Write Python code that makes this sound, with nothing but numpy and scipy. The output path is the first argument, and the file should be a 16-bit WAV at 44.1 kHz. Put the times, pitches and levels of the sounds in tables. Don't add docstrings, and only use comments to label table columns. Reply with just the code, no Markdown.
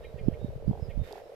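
import sys
import numpy as np
from scipy import signal
from scipy.fft import rfft, irfft, next_fast_len
from scipy.io import wavfile
from scipy.ndimage import map_coordinates

SR = 44100
rng = np.random.default_rng(int(sys.argv[2]) if len(sys.argv) > 2 else 0)


def pcm_store(signal):
    levels = np.round(np.clip(np.atleast_2d(signal), -1, 1) * 32767)
    wavfile.write(sys.argv[1], SR, levels.astype(np.int16).T)


N = 59535

FAR_ACCENTS = [-4.5, -2, 1.5, -4.5, -0.5]
# f/Hz, level/dB, t60/s
FAR_THROAT = [(451.5, 2.5, 0.041), (550.5, -1.5, 0.031), (710.6, -5, 0.021)]
# f/Hz, level/dB
CHORUS_EQ = [(150, -37), (290, -10), (390, -5.5), (600, 2.5), (800, -3.5), (1200, -14.5), (3000, -28)]
# t/s, level/dB
CHORUS_FADER = [(0, -50.5), (.2, -51.5), (.38, -49), (.58, -51.5), (.8, -51), (.98, -56), (1.2, -48.5),
                (1.35, -53.5)]
# f/Hz, level/dB, t60/s
NEAR_THROAT = [(442, -5, 0.051), (750, 6.5, 0.013), (880, -24, 0.0083)]
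# t/s, level/dB
NEAR_KNOCKS = [(0.7102, -36), (.7302, -33), (0.7522, -35), (0.7746, -37), (0.7951, -39.5), (1.1092, -35.5),
               (1.1306, -33.5), (1.1553, -33), (1.1783, -36), (1.2004, -37)]
# f/Hz, level/dB
NEAR_EQ = [(150, -12), (300, 0), (1000, 0), (1300, -12), (2000, -20)]

# t/s, level/dB, width/s, port (0 left, 1 right)
EDDIES = [(0.1447, -27.5, 0.0022, 1), (0.16, -30, 0.0031, 1), (0.2147, -26, 0.0027, 1),
          (.285, -6, 0.0012, 1), (0.3148, -32.5, .003, 1), (0.4304, -23, 0.0026, 1),
          (.4468, -17, 0.0015, 1), (0.4954, -24.5, 0.0034, 0), (0.563, -25, 0.0025, 0),
          (0.6809, -12, 0.0018, 1), (.687, -20.5, .002, 1), (0.6965, -12.5, 0.0019, 1),
          (0.7115, -16.5, 0.0015, 0), (0.7105, -21.5, .0013, 1), (0.8277, -18.5, 0.0026, 1),
          (0.8882, -26, 0.0022, 1), (0.9771, -21.5, 0.0017, 1), (1.0026, -21.5, 0.0031, 1),
          (1.0192, -20, 0.0032, 1)]
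# f/Hz, level/dB
RUMBLE_EQ = [(12, -8), (30, -2.5), (80, -4.5), (150, -12), (230, -22), (330, -33.5), (500, -53),
             (1200, -81)]
# t/s, level/dB
RUMBLE_LEFT = [(0, -44.5), (.12, -58.5), (.24, -40), (.3, -51), (.42, -52), (.49, -37), (.57, -48),
               (.64, -45), (.71, -44), (.79, -48.5), (.86, -58), (.96, -65), (1.01, -39), (1.08, -56),
               (1.2, -73), (1.35, -61.5)]
# t/s, level/dB
RUMBLE_RIGHT = [(0, -52), (.08, -40), (.115, -47), (.15, -55), (.26, -28), (.39, -42), (.44, -36),
                (.52, -44), (.62, -41.5), (.7, -27.5), (.76, -39), (.94, -38), (.99, -25.5), (1.03, -29.5),
                (1.06, -49.5), (1.22, -58), (1.35, -67)]
# f/Hz, level/dB
FIZZ_EQ = [(200, -12), (450, 11), (700, 0), (1100, -17.5), (3000, -21.5), (6000, -34.5)]

# t/s, level/dB
CHIPS = [(0.0426, -46.5), (0.1855, -47.5), (0.3345, -50.5), (0.9019, -47.5)]
# f/Hz, level/dB
BEAK_OPEN_EQ = [(1400, -48), (1870, 2.5), (2200, 15), (2420, 13), (2650, -10.5), (2950, 6), (3250, 3),
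                (3900, -28)]
# f/Hz, level/dB
BEAK_SHUT_EQ = [(1400, -59), (1870, -2), (2200, -29), (2700, -5.5), (3900, -29)]
# middle t/s, length/s, middle f/Hz, rise to it/Hz, fall from it/Hz, level/dB
WHISTLES = [(0.062, 0.12, 3880, 226, 214, -65.5), (.385, .05, 3520, 294, -120, -93),
            (.44, 0.12, 3753, 127.5, 58, -65), (.69, 0.078, 4860, 303, 180, -72.5),
            (.79, .06, 5230, 199, -2, -86), (.843, .08, 5080, -200, 380, -65),
            (1.034, 0.14, 3660, 60, 36, -66), (1.092, 0.15, 3670, -0.5, 17, -69.5)]
# middle t/s, length/s, middle f/Hz, fall/Hz, level/dB
TWITTERS = [(.2, .16, 4540, 298.5, -78.5), (0.258, 0.072, 5140, 500, -75),
            (0.291, 0.052, 3075, 297.5, -70.5), (1.248, 0.195, 5290, 251, -76),
            (1.254, 0.076, 3910, 100, -76), (0.729, 0.063, 3225, -200, -73.5)]

# f/Hz, level/dB
RUSTLE_EQ = [(300, 8.5), (1000, 4), (1700, 9.5), (2800, 3.5), (5000, -3.5), (7000, -9), (10500, -14.5),
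             (12500, -4.5), (15000, -31)]
# f/Hz, level/dB
TICK_EQ = [(1000, -35), (2600, -28), (3500, 4), (5500, -3.5), (7000, -15), (10000, -13.5), (12500, -8),
           (15000, -33)]
# f/Hz, level/dB
AIR_EQ = [(100, -2), (500, 6.5), (900, 5), (1250, 1), (2200, -3), (3200, -7), (5200, -11), (6300, -15.5),
          (10500, -19), (12300, -13.5), (14000, -25), (15500, -25)]
# t/s, level/dB
AIR_FADER = [(0, -60.5), (.28, -60.5), (.5, -60.5), (.62, -62.5), (.8, -60), (.97, -61), (1.2, -61.5),
             (1.35, -60)]


def chorus(croaks=33, knock_rate_hz=44, reverb_db=-8.5, trim_db=3):
    calls = np.zeros(N)
    for i, (nudge, detune, pace) in enumerate(rng.uniform(-1, 1, (croaks, 3))):
        start = (i - 1.5 + .3 * nudge) / (croaks - 1) * N / SR
        for k, accent_db in enumerate(FAR_ACCENTS):
            onset = start + k / (knock_rate_hz + 6 * pace)
            pitch = 1 + .07 * detune + 0.08 * rng.standard_normal()
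            calls += amp(accent_db) * knock(onset, FAR_THROAT, pitch)
    wet = calls + amp(reverb_db) * bank_echo(calls, t60=0.4)
    return unit(eq(wet, CHORUS_EQ)) * amp(curve(CHORUS_FADER) + trim_db) * pan(right_db=2.5)


def near_frog(detune=0.011, reverb_db=-15):
    knocks = sum(amp(db) * knock(s, NEAR_THROAT, 1 + detune * rng.standard_normal())
                 for s, db in NEAR_KNOCKS)
    call = eq(knocks, NEAR_EQ)
    return call * pan(right_db=3.5) + amp(reverb_db) * bank_echo(call, t60=0.27)


def knock(onset, modes, pitch, attack_s=.0012):
    t = clock()[:SR // 12]
    ring = sum(amp(db - 60 * t / t60) * np.sin(2 * np.pi * hz * pitch * t) for hz, db, t60 in modes)
    attack = 1 - np.exp(-(t / attack_s) ** 2)
    return np.interp(clock() - onset, t, ring * attack, left=0, right=0)


def breeze(skew=0.33, steepen=.22, bleed_db=-28, fizz_db=-38, fizz_s=0.01):
    wind = noise(RUMBLE_EQ, shared=0.039) * amp([curve(RUMBLE_LEFT), curve(RUMBLE_RIGHT)])
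    fizz = noise(FIZZ_EQ, shared=.02)
    for s, db, width, port in EDDIES:
        t = clock() - s
        u = t / width
        u = u - steepen * np.exp(-(u + 1) ** 2)
        push = (1 - u ** 2 + skew * (u - u ** 3 / 2)) * np.exp(-u ** 2 / 2)
        tight_core = 0.056 * (1 - (2 * u + .5) ** 2) * np.exp(-(2 * u + .5) ** 2 / 2)
        fizz_burst = amp(fizz_db) * fizz * np.exp(-np.abs(t) / fizz_s)
        sides = np.where(np.arange(2) == round(port), 1, amp(bleed_db))[:, None]
        wind += amp(db) * (push + tight_core + fizz_burst) * sides
    return wind


def chips(length_s=0.057, peak_delay_s=0.00834, peak_width_s=0.012, open_s=0.0054,
          top_hz=271.7, arch_hz=39.54, jitter=0.016, rasp=.9, trim_db=-7.5):
    calls = np.zeros(N)
    for s, db in CHIPS:
        t = clock() - s - peak_delay_s
        u, swell = note(s + peak_delay_s, length_s)
        pulse_hz = (top_hz - arch_hz * u ** 2) * (1 + jitter * wobble(200))
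        harmonics = unit(sum(tone(k * pulse_hz) for k in range(1, 16)))
        buzz = harmonics + rasp * rng.standard_normal(N)
        opening = .5 + .5 * np.tanh(2 * (t / open_s + 0.72))
        voice = opening * unit(eq(buzz, BEAK_OPEN_EQ)) + (1 - opening) * unit(eq(buzz, BEAK_SHUT_EQ))
        envelope = swell / (1 + (t / peak_width_s) ** 2)
        calls += amp(db + trim_db) * envelope * voice
    return calls * pan(right_db=4) + amp(-10) * bank_echo(calls, t60=.3)


def whistles(waver_hz=14):
    song = np.zeros(N)
    for s, length, hz, rise, fall, db in WHISTLES:
        u, swell = note(s, length)
        bend = np.where(u < 0, rise, fall) * np.abs(u) ** 1.2
        song += amp(db) * swell * tone(hz - bend + waver_hz * wobble(120))
    return song * pan(right_db=6) + amp(-5.5) * bank_echo(song, t60=0.46)


def twitters(warble_hz=130):
    song = np.zeros(N)
    for s, length, hz, fall, db in TWITTERS:
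        u, swell = note(s, length)
        song += amp(db) * swell * tone(hz - fall * u / 2 + warble_hz * wobble(130))
    return song * pan(right_db=5) + amp(-3) * bank_echo(song, t60=.25)


def rustle(start_s=1.035, release_at_s=1.183, fade_20db_s=0.073, level_db=-57.5):
    t = clock()
    gate = (t >= start_s) * amp(-20 * np.clip(t - release_at_s, 0, None) / fade_20db_s)
    grain_db = 2 * wobble(900)
    return amp(level_db + grain_db) * gate * noise(RUSTLE_EQ, shared=0.075) * pan(right_db=6)


def tick(at_s=1.1263, t60=0.0053, level_db=-36.5):
    t = clock() - at_s
    click = np.arange(N) == round(at_s * SR)
    tail = (t >= 0) * amp(-60 * np.abs(t) / t60) * rng.standard_normal(N)
    snap = eq(click + 0.19 * tail, TICK_EQ)
    return amp(level_db) * snap / np.abs(snap).max() * pan(right_db=13)


def air():
    return amp(curve(AIR_FADER)) * noise(AIR_EQ, shared=0.1) * pan(right_db=2.5)


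def bank_echo(x, t60):
    t = np.arange(SR // 2) / SR
    tail = rng.standard_normal((2, len(t))) * amp(-60 * t / t60)
    return signal.fftconvolve(x[None], tail / np.linalg.norm(tail[0]), axes=1)[:, :N]


def amp(db):
    return 10 ** (np.asarray(db) / 20)


def unit(x):
    return x / np.sqrt(np.mean(x ** 2) + 1e-20)


def clock():
    return np.arange(N) / SR


def curve(rows):
    return np.interp(clock(), *np.transpose(rows))


def wobble(rate):
    return map_coordinates(rng.standard_normal(int(N * rate / SR) + 4), [clock() * rate])


def note(middle, length):
    u = np.clip(2 * (clock() - middle) / length, -1, 1)
    return u, np.cos(np.pi * u / 2)


def tone(hz):
    return np.sin(2 * np.pi * np.cumsum(hz) / SR)


def filtered(x, response):
    size = next_fast_len(N + SR // 2)
    return irfft(rfft(x, size) * response(np.fft.rfftfreq(size, 1 / SR)), size)[..., :N]


def eq(x, points):
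    f, db = np.transpose(points)
    return filtered(x, lambda hz: amp(np.interp(np.log(hz + 1), np.log(f), db)))


def noise(points, shared):
    wide = np.sqrt(1 - shared) * rng.standard_normal((2, N))
    centre = np.sqrt(shared) * rng.standard_normal(N)
    return unit(eq(wide + centre, points))


def pan(right_db):
    return amp(np.array([[-right_db / 2], [right_db / 2]]))


def scene():
    return (chorus() + near_frog() + breeze() + whistles() + twitters() + chips()
            + rustle() + tick() + air())


def record(dry):
    return filtered(dry, lambda hz: hz < 15650)


dry = scene()
out = record(dry)
pcm_store(out)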